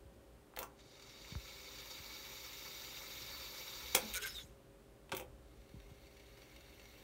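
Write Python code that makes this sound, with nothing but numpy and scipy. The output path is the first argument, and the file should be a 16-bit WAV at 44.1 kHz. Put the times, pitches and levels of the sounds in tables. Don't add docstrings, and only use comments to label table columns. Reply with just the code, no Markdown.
import sys
import numpy as np
from scipy import signal
from scipy.io import wavfile
from scipy.ndimage import uniform_filter1d

SR = 44100
rng = np.random.default_rng(int(sys.argv[2]) if len(sys.argv) > 2 else 0)


def dump_mix(stems):
    frames = np.atleast_2d(stems).T
    limited = np.clip(frames, -1, 1)
    pcm = np.round(limited * 32767).astype(np.int16)
    wavfile.write(sys.argv[1], SR, pcm)


N = 310243


def gain_of(db):
    return 10 ** (np.asarray(db) / 20)


def evened(x):
    return x / np.sqrt(np.mean(x ** 2) + 1e-20)


def noise(*shape):
    return rng.standard_normal(shape)


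def read(points, hz):
    f, value = np.transpose(points)
    return np.interp(np.log(hz + 1), np.log(f + 1), value)


def add(mix, s, sound):
    part = mix[round(s * SR):][:len(sound)]
    part += sound[:len(part)]


def coloured(x, points, peaks=(), peak_db=0):
    hz = abs(np.fft.fftfreq(8192, 1 / SR))
    power = gain_of(read(points, hz)) ** 2
    for f, width, db in peaks:
        power = power + gain_of(db + peak_db) ** 2 / (1 + (2 * (hz - f) / width) ** 2) ** 2
    log_gain = np.log(power + 1e-10) / 2
    phase = -signal.hilbert(log_gain).imag
    taps = np.fft.ifft(np.exp(log_gain + 1j * phase)).real[:4096]
    filtered = signal.oaconvolve(np.atleast_2d(x), taps[None], axes=1)[:, :x.shape[-1]]
    return evened(filtered.reshape(x.shape))


def resonate(x, hz, width):
    turn = np.exp(2j * np.pi * np.cumsum(hz * np.ones(len(x))) / SR)
    r = np.exp(-np.pi * width / SR)
    return 2 * (turn * signal.lfilter([1 - r], [1, -r], x / turn)).real


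def swell(start, rise, hold, fade_db_per_s):
    t = np.arange(N) / SR - start
    return np.clip(t / rise, 0, 1) ** 2 * gain_of(-fade_db_per_s * np.maximum(t - hold, 0))


def patchy(x, depth_db):
    hz, t, z = signal.stft(x, nperseg=512, noverlap=384)
    across_hz = uniform_filter1d(noise(*z.shape), 14, 0)
    patches = evened(uniform_filter1d(across_hz, 8, 1))
    return evened(signal.istft(z * gain_of(depth_db * patches), nperseg=512, noverlap=384)[1][:N])


# frequency in Hz, spectrum level in relative dB.
ROOM_COLOUR = [(65, -34.5), (110, -3.5), (200, -12), (350, -8), (550, -13), (800, -18), (1200, -19.5),
               (2000, -24.5), (3500, -27.5), (6000, -32.5), (9000, -31), (12500, -34), (16000, -35)]
# frequency in Hz, rms level of the steady tone in dB.
MOTOR_HUM = [(50, -75), (118.4, -78), (225, -78), (300, -76.5), (400, -71.5), (500, -84.5), (550, -73.5),
             (600, -86), (625, -85), (776, -82.5)]
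# centre in seconds, half-width in seconds (to 1/e of the dB rise), rise above the rest in dB.
RUMBLE_SWELLS = [(.05, .25, 4), (1.5, .2, 5), (3.2, .17, 7), (4.15, .4, 9), (5.3, .25, 8), (5.8, .25, 6),
                 (6.8, .3, 2)]
# frequency in Hz, spectrum level in relative dB.
RUMBLE_SPECTRUM = [(15, -47), (25, -20.5), (38, -7), (50, 3), (65, 2), (85, -13), (120, -11), (160, -16.5),
                   (250, -26), (450, -93)]
ROOM_DB, RUMBLE_DB = -65.5, -67.5


def background():
    room = gain_of(ROOM_DB) * coloured(noise(N), ROOM_COLOUR)
    t = np.arange(N) / SR
    hum = np.zeros(N)
    for hz, db in MOTOR_HUM:
        steady = np.sqrt(2) * np.sin(2 * np.pi * (hz * t + rng.random()))
        waver = 0.5 * evened(resonate(noise(N), hz, width=15.0))
        hum += gain_of(db) * (steady + waver)
    rumble_db = RUMBLE_DB + sum(db * np.exp(-((t - s) / width) ** 2) for s, width, db in RUMBLE_SWELLS)
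    return room + hum + gain_of(rumble_db) * coloured(noise(N), RUMBLE_SPECTRUM)


# start in seconds, envelope peak in dB, first pitch in Hz,
# rise time constant in seconds, t60 in seconds.
MIC_BUMPS = [(0.054, -52, 154, 0.0025, 0.11), (1.322, -41, 230, 0.0022, 0.035),
             (1.354, -36.5, 214, 0.014, 0.11), (2.0, -49, 180, .004, .1), (4.438, -50.5, 260, 0.0028, 0.08),
             (5.741, -45, 280, 0.0017, .07), (5.765, -48, 220, .002, .07),
             (5.913, -48.5, 260, 0.0044, 0.083)]
# start in seconds, envelope peak in dB, pitch in Hz.
MIC_TICK = (1.3528, -35, 1300)
BUMP_LAST_HZ, BUMP_FALL_S = 55, .007


def bumps():
    out, t = np.zeros(N), np.arange(SR // 4) / SR
    for s, db, first_hz, rise, t60 in MIC_BUMPS:
        hz = BUMP_LAST_HZ + (first_hz - BUMP_LAST_HZ) * np.exp(-t / BUMP_FALL_S)
        shape = gain_of(-60 * t / t60) * (1 - np.exp(-t / rise))
        add(out, s, gain_of(db) * shape / shape.max() * np.sin(2 * np.pi * np.cumsum(hz) / SR))
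    s, db, hz = MIC_TICK
    add(out, s, gain_of(db - 60 * t / 0.0038) * np.sin(2 * np.pi * hz * t))
    return out


def ringing(modes, damping, centre_hz, spread_db, rattle_db):
    t = np.arange(SR // 8) / SR
    hz, db, t60 = np.transpose(modes)[:, :, None]
    scrape = np.exp(-t[:2000] / .0014)
    rattle = gain_of(rattle_db) * np.exp(-t[:2000] / 0.012)
    push = noise(len(modes), 2000) * (scrape + rattle)
    contact = (push[:, :200] * np.exp(2j * np.pi * hz * t[:200])).sum(1, keepdims=True)
    push /= abs(contact) ** .7
    mode_db = db - spread_db * np.log2(hz / centre_hz) ** 2 - 60 * t / (t60 * damping)
    mode = gain_of(mode_db) * np.sin(2 * np.pi * hz * t)
    out = signal.fftconvolve(mode, push, axes=1)[:, :len(t)].sum(0)
    return out / (3 * out[:SR // 100].std())


# start in seconds, level in dB, linkage centre in Hz, then
# chassis thud in dB relative to that level, thud centre in Hz, crack and airy snap in relative dB.
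LEVER_BLOWS = [(0.5377, -64, 2200, 12, 1200, -23, -16), (0.5635, -44, 3600, -9, 870, -8, 0),
               (0.5725, -38, 2290, -1.5, 790, -18, -16), (0.5888, -39.5, 3900, -8, 900, -3, 10.5),
               (.6004, -52, 3600, 9, 796, -18, -8), (.610, -53.5, 2600, 11, 695, -17, -11),
               (0.6185, -49, 3000, 7, 890, -7, 5), (0.6287, -46.5, 2000, 8, 1120, 3, 3),
               (3.9464, -33, 2300, -20, 1200, 1.5, -2), (3.949, -21.5, 2390, -11, 1300, 2.5, 0),
               (3.9511, -22.5, 3200, -4.5, 523, -10, 2.5), (3.9644, -37, 2570, 6, 518, -14, -10),
               (3.9734, -38.5, 2330, 4, 1100, -21, -12), (5.0935, -52.5, 3000, -1, 892, -10, -12),
               (5.1186, -36, 3080, 0, 895, -6.5, -20), (5.1224, -37, 2900, 4, 1290, -13, -20),
               (5.129, -42, 2600, 7.5, 400, -9, -15), (5.1482, -38.5, 3300, -13, 900, -9, 0),
               (5.1674, -43, 3300, -12, 400, -.5, 12), (5.1774, -44, 3340, -10, 600, -10, -6),
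               (5.1974, -44, 2300, 4.5, 610, -2.5, -3), (5.209, -49.5, 2300, 8.5, 458, -10, -5),
               (5.2234, -54, 2000, 10, 370, -11, -12)]
# frequency in Hz, relative level in dB, undamped t60 in seconds.
CHASSIS_MODES = [(250, -7, .05), (371, -1.5, 0.065), (465, -8, 0.02), (527, 2.5, 0.11), (660, -0.5, 0.017),
                 (825, -2.5, 0.079), (874, -2, .05), (993, -3.5, 0.063), (1130, -7.5, 0.12),
                 (1350, -3, 0.016), (1357, 1.5, 0.034), (1500, -4.5, 0.022)]
# frequency in Hz, relative level in dB, undamped t60 in seconds.
LINKAGE_MODES = [(1900, -4, .022), (2150, -3, .022), (2315, 0, .028), (2600, -2, .025), (2850, -4, .02),
                 (3100, -2, .025), (3330, -3, .022), (3644, -3, .025), (4100, -4, .02), (4640, -6, .02),
                 (5600, -6, .02)]
# frequency in Hz, spectrum level in relative dB.
CRACK_COLOUR = [(1500, -62), (3000, -19.5), (6000, 2.5), (9000, -0.5), (11000, -3), (15700, -12.5)]
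# frequency in Hz, spectrum level in relative dB.
SNAP_COLOUR = [(8000, -18), (11000, -5), (13000, -3), (15700, 2)]
DAMPING = .65


def lever():
    out, t = np.zeros(N), np.arange(SR // 8) / SR
    burst = gain_of(-60 * t / (.022 * DAMPING))
    rattle = gain_of(-11 - 60 * t / (.13 * DAMPING))
    shape = (burst + rattle) * np.minimum(t / 0.0013, 1) ** 1.1
    cracks = coloured(noise(len(LEVER_BLOWS), len(t)), CRACK_COLOUR) * shape
    snaps = coloured(noise(len(LEVER_BLOWS), len(t)), SNAP_COLOUR) * shape
    for blow, crack, snap in zip(LEVER_BLOWS, cracks, snaps):
        s, db, link_hz, thud_db, thud_hz, crack_db, snap_db = blow
        thud = ringing(CHASSIS_MODES, DAMPING, thud_hz, spread_db=11.5, rattle_db=-14.5)
        link = ringing(LINKAGE_MODES, DAMPING, link_hz, spread_db=12.0, rattle_db=-24.5)
        bright = gain_of(crack_db) * crack + gain_of(snap_db) * snap
        add(out, s, gain_of(db) * (gain_of(thud_db) * thud + link + bright))
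    return out


# frequency in Hz, t60 in seconds.
ROOM_DECAY = [(300, 0.29), (1000, 0.29), (4000, 0.14), (12000, 0.14)]


def reflections(x):
    taps = np.zeros(SR // 2)
    at = np.arange(200, SR // 2 - 20, 20)
    taps[at + rng.integers(0, 20, len(at))] = rng.choice([-1., 1.], len(at))
    hz, t, z = signal.stft(taps, SR, nperseg=256)
    decay = gain_of(-60 * t / read(ROOM_DECAY, hz)[:, None])
    tail = signal.istft(z * decay, SR, nperseg=256)[1]
    return signal.fftconvolve(x, tail / np.linalg.norm(tail))[:N]


def speed(start, spin_up):
    return 1 - np.exp(-np.maximum(np.arange(N) / SR - start, 0) / spin_up)


# frequency in Hz, spectrum level in relative dB.
AIRY_TOP = [(7000, -49), (9500, -24), (11000, -12.5), (12500, -6.5), (13500, -2.5), (14300, -0.5),
            (15000, -6), (16000, -2)]
# rate per second, peak in dB against the hiss when slow,
# spread in dB. They weaken as the reels gain speed.
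RANDOM_CATCHES = (35, 5, 2.0)
HISS_POWER, TOP_POWER = .92, .7
SLOWING_DB_PER_S = 220
TICKS_PER_S, SCATTER_DB = 700, 3.0


def winding(start, braked, spin_up, hiss_db, top_db, base, peaks):
    share = speed(start, spin_up)
    level = gain_of(hiss_db) * share ** HISS_POWER * swell(start, .05, braked - start, SLOWING_DB_PER_S)
    tick_gain = gain_of(SCATTER_DB * np.minimum(rng.exponential(1, N), 4))
    ticks = tick_gain * (rng.random(N) < TICKS_PER_S / SR)
    merged = signal.oaconvolve(ticks ** 2, np.exp(-np.arange(900) / 220.0))[:N]
    density = np.sqrt(abs(merged) + 17.0)
    density /= np.sqrt(uniform_filter1d(density ** 2, SR // 4))
    per_s, catch_db, spread_db = RANDOM_CATCHES
    catch_gain = (1 - share) * gain_of(catch_db + spread_db * noise(N))
    catches = catch_gain * (rng.random(N) < per_s / SR)
    catch_decay = gain_of(-60 * np.arange(2000) / SR / .04)
    density = np.hypot(density, signal.oaconvolve(catches, catch_decay)[:N])
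    body = patchy(coloured(density * noise(N), base, peaks), depth_db=1.5)
    top = patchy(coloured(density ** .4 * noise(N), AIRY_TOP), depth_db=.8)
    return level * (body + gain_of(top_db) * share ** TOP_POWER * top)


# start in seconds, braked in seconds, spin-up time constant
# in seconds, hiss at full speed in dB, airy top at full speed in dB relative to the hiss.
WINDS = [(.72, 4.12, 1.15, -49.7, -2), (5.27, 7.5, 2.5, -57, -3)]
# frequency in Hz, spectrum level in relative dB.
FORWARD_BASE = [(180, -39), (300, -11), (451, -15), (516, -2.5), (719, -19), (875, -4.5), (1570, -11.5),
                (2190, -4.5), (3250, -7), (3660, -2), (11000, -20.5), (14300, -41.5), (22000, -120)]
# frequency in Hz, width in Hz, relative level in dB.
FORWARD_PEAKS = [(358, 25, -2.5), (512, 25, -0.5), (860, 68, -13), (1320, 260, -6), (1740, 56, -5),
                 (2100, 46, -2.5), (2248, 97, 3.5), (2780, 110, -6), (3646, 66, 3.5), (3750, 200, 1.5),
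                 (3970, 210, -2), (4580, 110, -8), (4508, 30, 8), (4720, 160, 1), (5140, 90, -11),
                 (5470, 94, 0), (5820, 180, -1), (6100, 110, -3.5), (6560, 370, -7.5), (7030, 200, -3)]
# frequency in Hz, spectrum level in relative dB.
BACKWARD_BASE = [(500, -8), (1200, -9.5), (1900, -4.5), (3300, -6), (4300, -5.5), (5000, -12.5),
                 (6000, -10), (8000, -16.5), (11000, -18.5)]
# frequency in Hz, width in Hz, relative level in dB.
BACKWARD_PEAKS = [(2140, 36, 7.5), (2257, 110, 1.5), (2684, 39, 2.5), (2870, 48, -1.5), (3734, 88, 1),
                  (4050, 90, -10), (4350, 60, -2), (4500, 55, -0.5), (5750, 140, -3.5), (7000, 130, -14)]
# start in seconds, peak in dB.
CLEAR_CATCHES = [(1.2431, -49), (2.8464, -41), (6.0681, -52.5), (6.1674, -52), (6.1968, -51.5),
                 (6.4178, -50), (6.5615, -47.5), (6.6079, -51), (6.6937, -53), (6.7955, -49), (6.8154, -52),
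                 (6.8538, -50.5)]


def tape():
    out = winding(*WINDS[0], FORWARD_BASE, FORWARD_PEAKS)
    out += winding(*WINDS[1], BACKWARD_BASE, BACKWARD_PEAKS)
    t = np.arange(3000) / SR
    scrapes = noise(len(CLEAR_CATCHES), len(t)) * gain_of(-60 * t / 0.03) * np.minimum(t / 0.00073, 1)
    rings = coloured(scrapes, BACKWARD_BASE, BACKWARD_PEAKS, peak_db=7.0)
    for (s, db), ring in zip(CLEAR_CATCHES, rings):
        add(out, s, gain_of(db) * ring / abs(ring).max())
    return out


# start in seconds, length in seconds, first and last pitch in Hz,
# level at the loudest point in dB, place of that point from 0 to 1.
GROAN_AND_SQUEALS = [(4.0, .13, 217, 222, -50, .4), (4.15, .07, 1470, 1480, -44, .4),
                     (4.14, .05, 2430, 2200, -46, .25), (4.14, .05, 9100, 8950, -47, .3),
                     (4.145, .05, 6700, 6500, -51, .6), (4.14, .06, 530, 520, -55, .5),
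                     (4.175, .1, 405, 430, -54, .4), (4.225, .065, 1580, 1550, -44, .4),
                     (4.225, .04, 5180, 5230, -54, .3), (4.225, .04, 6650, 6560, -55, .3),
                     (4.228, .055, 2200, 2060, -49, .65), (4.275, .08, 5200, 5180, -52, .3),
                     (4.338, .09, 3920, 3370, -46, .27)]
# multiple of the pitch, dB relative to the fundamental.
TONE_OVERTONES = [(2, -20), (3, -18)]
TONE_ENDS_DB = -12


def groan_and_squeals():
    out = np.zeros(N)
    for s, length, first_hz, last_hz, db, place in GROAN_AND_SQUEALS:
        span = np.arange(0, 1, 1 / (length * SR))
        n = len(span)
        pitch = first_hz + (last_hz - first_hz) * span
        jitter = .1 * uniform_filter1d(noise(n), 120)
        phase = 2 * np.pi * np.cumsum(pitch * (1 + jitter)) / SR
        tone = np.sin(phase)
        for k, overtone_db in TONE_OVERTONES:
            if k * pitch.max() < SR / 2:
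                tone += gain_of(overtone_db) * np.sin(k * phase)
        grit = gain_of(1.8 * evened(uniform_filter1d(noise(n), 150)))
        rasp = .5 * evened(resonate(noise(n), pitch, width=.035 * pitch.mean()))
        drive = evened(grit * (tone + rasp))
        peak_at = np.clip(place, .05, .95)
        arch_db = np.interp(span, [0, peak_at, 1], [TONE_ENDS_DB, 0, TONE_ENDS_DB])
        add(out, s, gain_of(db + arch_db) * drive * signal.windows.tukey(n, .2))
    return out


# start in seconds, length in seconds, rub level in dB,
# slips per second, slip peak in dB before its random spread.
PAD_GRIPS = [(4.139, .043, -45, 180, -29), (4.224, .017, -48.5, 112, -32), (4.2608, .019, -49, 150, -35)]
# start in seconds, rub level in dB, hold in seconds, fade in dB per second.
PAD_DRAG = (4.19, -54.5, .21, 190)
# frequency in Hz, spectrum level in relative dB.
RUB_SPECTRUM = [(350, -39), (600, -17), (660, -32), (757, -24), (1420, -13), (2700, -12), (3690, -10.5),
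                (4470, -18), (5190, -12.5), (6120, -15), (15700, -25)]
# frequency in Hz, width in Hz, relative level in dB.
DRUM_PEAKS = [(1520, 230, 0), (2200, 300, 2), (3860, 400, 5.5), (5230, 250, -9), (6600, 450, 4.5),
              (8840, 500, -1), (12200, 600, 1), (14500, 900, -1)]
GRIP_RISE_S, GRIP_FALL_S = .012, .015


def rubbing():
    start, db, hold, fade = PAD_DRAG
    level = gain_of(db) * swell(start, GRIP_RISE_S, hold, fade)
    for s, length, db, *_ in PAD_GRIPS:
        level += gain_of(db) * swell(s - GRIP_RISE_S, GRIP_RISE_S, GRIP_RISE_S + length, 20 / GRIP_FALL_S)
    return level * patchy(coloured(noise(N), RUB_SPECTRUM, DRUM_PEAKS, peak_db=-15.5), depth_db=3.5)


# frequency in Hz, spectrum level in relative dB.
SLIP_COLOUR = [(600, -67), (1200, -5), (15700, -4.5)]
SLIP_SPREAD_DB = 3.0


def slips():
    out, t = np.zeros(N), np.arange(1500) / SR
    for start, length, _, rate, db in PAD_GRIPS:
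        times = np.arange(start, start + length, 1 / rate)
        snaps = noise(len(times), len(t)) * gain_of(-60 * t / .007)
        for s, ring in zip(times, coloured(snaps, SLIP_COLOUR, DRUM_PEAKS)):
            slip_db = db + SLIP_SPREAD_DB * rng.uniform(-1, 1)
            add(out, s, gain_of(slip_db) * ring / abs(ring).max())
    return out


def scene():
    clacks = lever()
    echoes = gain_of(-7) * reflections(clacks)
    brakes = groan_and_squeals() + rubbing() + slips()
    return (background() + bumps() + clacks + echoes + tape() + brakes)[None]


# centre in Hz, width in Hz, depth in dB.
TREBLE_DIP = (10470, 1170, -3)
EDGE_HZ = 15765


def record(dry):
    hz, width, db = TREBLE_DIP
    around_dip = signal.lfilter(*signal.iirpeak(hz, hz / width, SR), dry)
    dipped = dry - (1 - gain_of(min(db, 0))) * around_dip
    lowpass = signal.firwin(2047, EDGE_HZ, window=("kaiser", 9), fs=SR)
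    return signal.oaconvolve(dipped, lowpass[None], "same")


dry = scene()
out = record(dry)
dump_mix(out)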